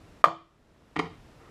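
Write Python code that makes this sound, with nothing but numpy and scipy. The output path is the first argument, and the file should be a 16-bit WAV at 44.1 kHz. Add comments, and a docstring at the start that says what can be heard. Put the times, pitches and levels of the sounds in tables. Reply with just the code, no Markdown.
"""A loud short pop, then two light rattles with a low thud, in a carpeted room with quiet air noise.
A hand folds the metal footpedal of a one-wheeled vehicle up: it snaps against the hollow plastic shell and rings it.
Folded down again, it rattles onto its hinge stop twice and thuds through the tyre; fingers nudge and rub it.
Contacts are filtered clicks that ring tuned modes, with noise for crunch, room tail and air.
The recorder's limiter ducks just ahead of the snap and recovers slowly."""
import sys
import numpy as np
from scipy import signal
from scipy.io import wavfile
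from scipy.ndimage import minimum_filter1d

SR = 44100
rng = np.random.default_rng(int(sys.argv[2]) if len(sys.argv) > 2 else 0)


def store_wav(level_fs):
    """Save 16-bit WAV to argv[1]."""
    pcm = np.round(np.clip(np.atleast_2d(level_fs), -1, 1) * 32767)
    wavfile.write(sys.argv[1], SR, pcm.T.astype(np.int16))


def voltage_ratio(decibels):
    """Convert decibels (scalar or array-like) to amplitude ratios, 20 dB per decade."""
    exponent = np.asarray(decibels, float) / 20
    return 10 ** exponent


N = 66150  # 1.5 s


def rms_one(x):
    """Scale to rms 1."""
    return x / np.sqrt(np.mean(x ** 2) + 1e-20)


def at_hz(points, hz):
    """Read a table of (Hz, value) rows on a log-frequency axis."""
    table_hz, values = np.array(points).T
    return np.interp(np.log(hz), np.log(table_hz), values)


BAND_EDGES_HZ = 22 * 2 ** np.arange(0, 9.6, .5)


def bands(length):
    """Half-octave bands of noise with their centres; neighbours are unrelated."""
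    settle = 4000  # samples dropped while the filters start up
    white = rng.standard_normal((2, length + settle))
    for k, (low, high) in enumerate(zip(BAND_EDGES_HZ, BAND_EDGES_HZ[1:])):
        band_pass = signal.butter(2, [low, high], "band", fs=SR, output="sos")
        yield np.sqrt(low * high), signal.sosfilt(band_pass, white[k % 2])[settle:]


def decay_per_sample(t60_s):
    """Factor by which a sound dies each sample to lose 60 dB in t60_s."""
    return voltage_ratio(-60 / (t60_s * SR))


def ring(push, modes):
    """A push sets every (Hz, dB, t60 s) mode ringing as a damped sine."""
    out = 0
    for hz, db, t60_s in modes:
        r = decay_per_sample(t60_s)
        w = 2 * np.pi * hz / SR
        resonator = [0, voltage_ratio(db) * np.sin(w)], [1, -2 * r * np.cos(w), r * r]
        out = out + signal.lfilter(*resonator, push + 1e-18)
    return out


def click_train(rows):
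    """One impulse for each (s, dB) row."""
    out = np.zeros(N)
    start_s, level_db = np.transpose(rows)
    out[(start_s * SR).astype(int)] = voltage_ratio(level_db)
    return out


def between(x, low_hz, high_hz):
    """High-pass (the body radiates little bass) and low-pass (the contact is soft)."""
    for hz, kind in ((low_hz, "high"), (high_hz, "low")):
        x = signal.lfilter(*signal.butter(2, hz, kind, fs=SR), x)
    return x


# Spectrum of the room and microphone noise: pitch_hz [Hz], level_db [dB per Hz, relative]
AIR_SPECTRUM = [(13, -33), (22, -1), (97, -0.5), (239, -6), (274, -6), (323, -7), (821, -14.5),
                (942, -15.5), (1080, -16), (6250, -32), (15400, -45.5)]
AIR_DB, AIR_FLICKER_DB = -53.5, 0.12  # overall rms, and wander of each band


def air():
    """Steady room and microphone noise, each band flickering a little."""
    out = 0
    for hz, band in bands(N):
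        flicker = np.interp(np.arange(N), np.linspace(0, N, 24), rng.standard_normal(24))
        out = out + voltage_ratio(at_hz(AIR_SPECTRUM, hz) + AIR_FLICKER_DB * flicker) * band
    return voltage_ratio(AIR_DB) * rms_one(out)


# How long the carpeted room rings: pitch_hz [Hz], t60_s [s]
ROOM_DECAY = [(100, .4), (400, 0.25), (800, 0.25), (1200, .36), (1900, .3), (3000, 0.39), (6000, 0.3),
              (12000, 0.06)]
# Tone of the room tail: pitch_hz [Hz], level_db [dB, relative]
ROOM_TONE = [(100, 2.1), (300, 4.5), (500, 2.5), (850, 5.3), (1200, -8.7), (1800, -6.1), (3000, -0.5),
             (6000, 4), (12000, 4)]
ROOM_DB, ROOM_DELAY_S = -12.5, 0.0021


def room(x):
    """A diffuse tail: noise dying band by band, after a short gap."""
    t = np.arange(SR // 2) / SR
    tail = 0
    for hz, band in bands(len(t)):
        tail = tail + voltage_ratio(at_hz(ROOM_TONE, hz) - 60 * t / at_hz(ROOM_DECAY, hz)) * band
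    # silent for the delay, then fading in over as long again
    tail = tail * np.clip((t - ROOM_DELAY_S) / ROOM_DELAY_S, 0, 1)
    return voltage_ratio(ROOM_DB) * signal.fftconvolve(x, tail / np.sqrt(SR / 100))[:N]


THUD_CONTACT_HZ = 232  # softness of the pushes on tyre and cavity

# Thuds through frame and tyre: start_s [s], level_db [dB, relative]
TYRE_THUDS = [(0.964, -37.5), (0.976, -27), (0.994, -43.5), (1.03, -33)]
# Modes of the tyre: pitch_hz [Hz], level_db [dB, relative], t60_s [s]
TYRE_MODES = [(94.4, -12, 0.47), (169.2, -0.5, 0.14)]


def tyre_thuds():
    """Soft pushes through the frame ring the low modes of the tyre."""
    return ring(between(click_train(TYRE_THUDS), 60, THUD_CONTACT_HZ), TYRE_MODES)


# Late booms of the air inside the shell: start_s [s], level_db [dB, relative]
CAVITY_BOOMS = [(0.268, -8), (0.284, -20)]
# Mode of that air: pitch_hz [Hz], level_db [dB, relative], t60_s [s]
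CAVITY_MODES = [(158.3, -7.5, .09)]


def cavity_booms():
    """Soft pushes ring the air inside the shell, just after the snap."""
    return ring(between(click_train(CAVITY_BOOMS), 120, THUD_CONTACT_HZ), CAVITY_MODES)


# Modes of pedal and hinge: pitch_hz [Hz], level_db [dB, relative], t60_s [s]
PEDAL_MODES = [(324, -2, 0.082), (457, -5.5, 0.11), (455, 2.5, 0.022), (820, -10.5, 0.032),
               (900, 0.5, 0.0083), (1188, 3.5, 0.015), (1330, 5, 0.011), (1898, 4, 0.018),
               (2120, 5.5, 0.0099), (2350, -14, 0.029), (2750, -0.5, 0.0093), (3080, -5, 0.016),
               (3640, -3.5, 0.004), (4530, -5, 0.0033), (6300, -5, 0.0024), (8000, -5, 0.0047)]
CLICKS_PER_S, CLICK_SPREAD_DB, RUN_FADE_DB, PEDAL_LEAK_HZ = 5000, 2.5, 1.5, 276


def ring_pedal(rows):
    """Fading runs of uneven clicks ring the pedal; a harder contact passes more treble."""
    t, push = np.arange(N) / SR, 0
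    hit = rng.random(N) < CLICKS_PER_S / SR
    sizes = voltage_ratio(CLICK_SPREAD_DB * rng.standard_normal(N)) * rng.choice([-1, 1], N)
    for start_s, length_s, level_db, hardness_hz in rows:
        fade_db = RUN_FADE_DB * np.clip((t - start_s) / length_s, 0, 1)
        level = ((t >= start_s) & (t < start_s + length_s)) * voltage_ratio(level_db - fade_db)
        hit[int(np.ceil(start_s * SR))] = True  # every run opens with a click
        push = push + between(hit * level * sizes + 1e-18, PEDAL_LEAK_HZ, hardness_hz)
    return ring(push, PEDAL_MODES)


# Fingers rub along the pedal: start_s [s], length_s [s], level_db [dB, relative], hardness_hz [Hz]
FINGER_RUBS = [(0.979, 0.013, -53.5, 3020), (1.002, .07, -61, 2900), (1.079, .07, -73, 2500),
               (1.398, 0.25, -76, 1700)]


def finger_rubs():
    """Fingers rubbing along the pedal set off runs of faint clicks in it."""
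    return ring_pedal(FINGER_RUBS)


# Pedal against its hinge stop: start_s [s], length_s [s], level_db [dB, relative], hardness_hz [Hz]
HINGE_RATTLES = [(0.9588, 0.0074, -47, 3500), (0.9634, 0.01, -44.5, 3630), (0.9908, 0.0029, -35.5, 6560),
                 (0.995, 0.0074, -37.5, 3930), (1.0146, 0.0013, -44, 900)]


def hinge_rattles():
    """The pedal chatters on its hinge stop in short runs of clicks."""
    return ring_pedal(HINGE_RATTLES)


# Modes of the hollow shell: pitch_hz [Hz], level_db [dB, relative], t60_s [s]
SHELL_MODES = [(130, -4, 0.015), (330, -21.5, 0.33), (451, -21, 0.031), (708, -15, .02),
               (900, -18.5, 0.021), (1065, -12, 0.037), (1200, -0.5, .014), (1237, -7.5, 0.0098),
               (1495, -22, 0.015), (1806, -20.5, 0.036), (2360, -23, .012), (3130, -25, 0.0056),
               (3175, -8, .015)]


def ring_shell(push):
    """Contacts push the plastic shell inward (hence the minus) and ring it."""
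    return -ring(push, SHELL_MODES)


# Fingers nudge the pedal against the shell: start_s [s], level_db [dB, relative]
FINGER_NUDGES = [(0.762, -46), (0.822, -45.5), (0.836, -50.5), (1.35, -64)]


def finger_nudges():
    """Soft, faint contacts of the nudged pedal ring the shell."""
    return ring_shell(between(click_train(FINGER_NUDGES), 200, 900))


# Contacts of the pedal on the shell: start_s [s], level_db [dB, relative]
SNAP_CONTACTS = [(0.2413, 12), (0.2430, 7.5), (0.2447, 1.5), (0.2455, -0.9), (0.2562, -4), (0.2587, -3),
                 (0.284, -11.5)]
# Tone of the crunch at each contact: pitch_hz [Hz], level_db [dB per Hz, relative]
CRUNCH_TONE = [(500, 0.5), (1000, 0.5), (2000, 5.5), (3500, -11), (5500, -12), (9000, -24), (11500, -21),
               (13000, -30.5), (15500, -43.5)]
CRUNCH_DB, CRUNCH_T60_S = -23.5, .035
SHELL_LEAK_HZ, SNAP_CONTACT_HZ = 550, 1800


def snap():
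    """Contacts ring the shell; each adds a dying burst of crunch noise in step with its strength."""
    clicks = click_train(SNAP_CONTACTS)
    dying = signal.lfilter([1], [1, -decay_per_sample(CRUNCH_T60_S)], clicks + 1e-18)
    crunch = rms_one(sum(voltage_ratio(at_hz(CRUNCH_TONE, hz)) * band for hz, band in bands(N) if hz > 400))
    shell = ring_shell(between(clicks, SHELL_LEAK_HZ, SNAP_CONTACT_HZ))
    return shell + voltage_ratio(CRUNCH_DB) * dying * crunch


def scene():
    """Pedal sounds with their room, over the air noise, at one microphone."""
    pedal = tyre_thuds() + cavity_booms() + finger_rubs() + hinge_rattles() + finger_nudges() + snap()
    return (pedal + room(pedal) + air())[None]


LIMIT_DB, LOOK_AHEAD_S, ATTACK_S, RELEASE_DB_PER_S = 0.5, .021, 0.006, 15.5


def limiter(dry):
    """Cuts peaks over the limit, starting ahead of them, and recovers at a steady dB rate."""
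    over_db = np.maximum(20 * np.log10(np.abs(dry[0]) + 1e-9) - LIMIT_DB, 0)
    # spread each peak by the look-ahead time to both sides
    over_db = -minimum_filter1d(-over_db, 2 * int(LOOK_AHEAD_S * SR) + 1)
    release_db = RELEASE_DB_PER_S * np.arange(N) / SR
    cut_db = np.maximum.accumulate(over_db + release_db) - release_db
    r = np.exp(-1 / (ATTACK_S * SR))
    return dry * voltage_ratio(-signal.lfilter([1 - r], [1, -r], cut_db))


def band_limit(x):
    """A steep low-pass at the top of the band."""
    return signal.sosfilt(signal.butter(12, 15590, fs=SR, output="sos"), x)


def record(dry):
    """The recorder's look-ahead limiter, then a steep cut of the top."""
    limited = limiter(dry)
    top_cut = signal.cheby2(10, 50, 15600, fs=SR, output="sos")  # 50 dB down from 15600 Hz
    mix = signal.sosfilt(top_cut, limited)
    return band_limit(mix)


dry = scene()
out = record(dry)
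store_wav(out)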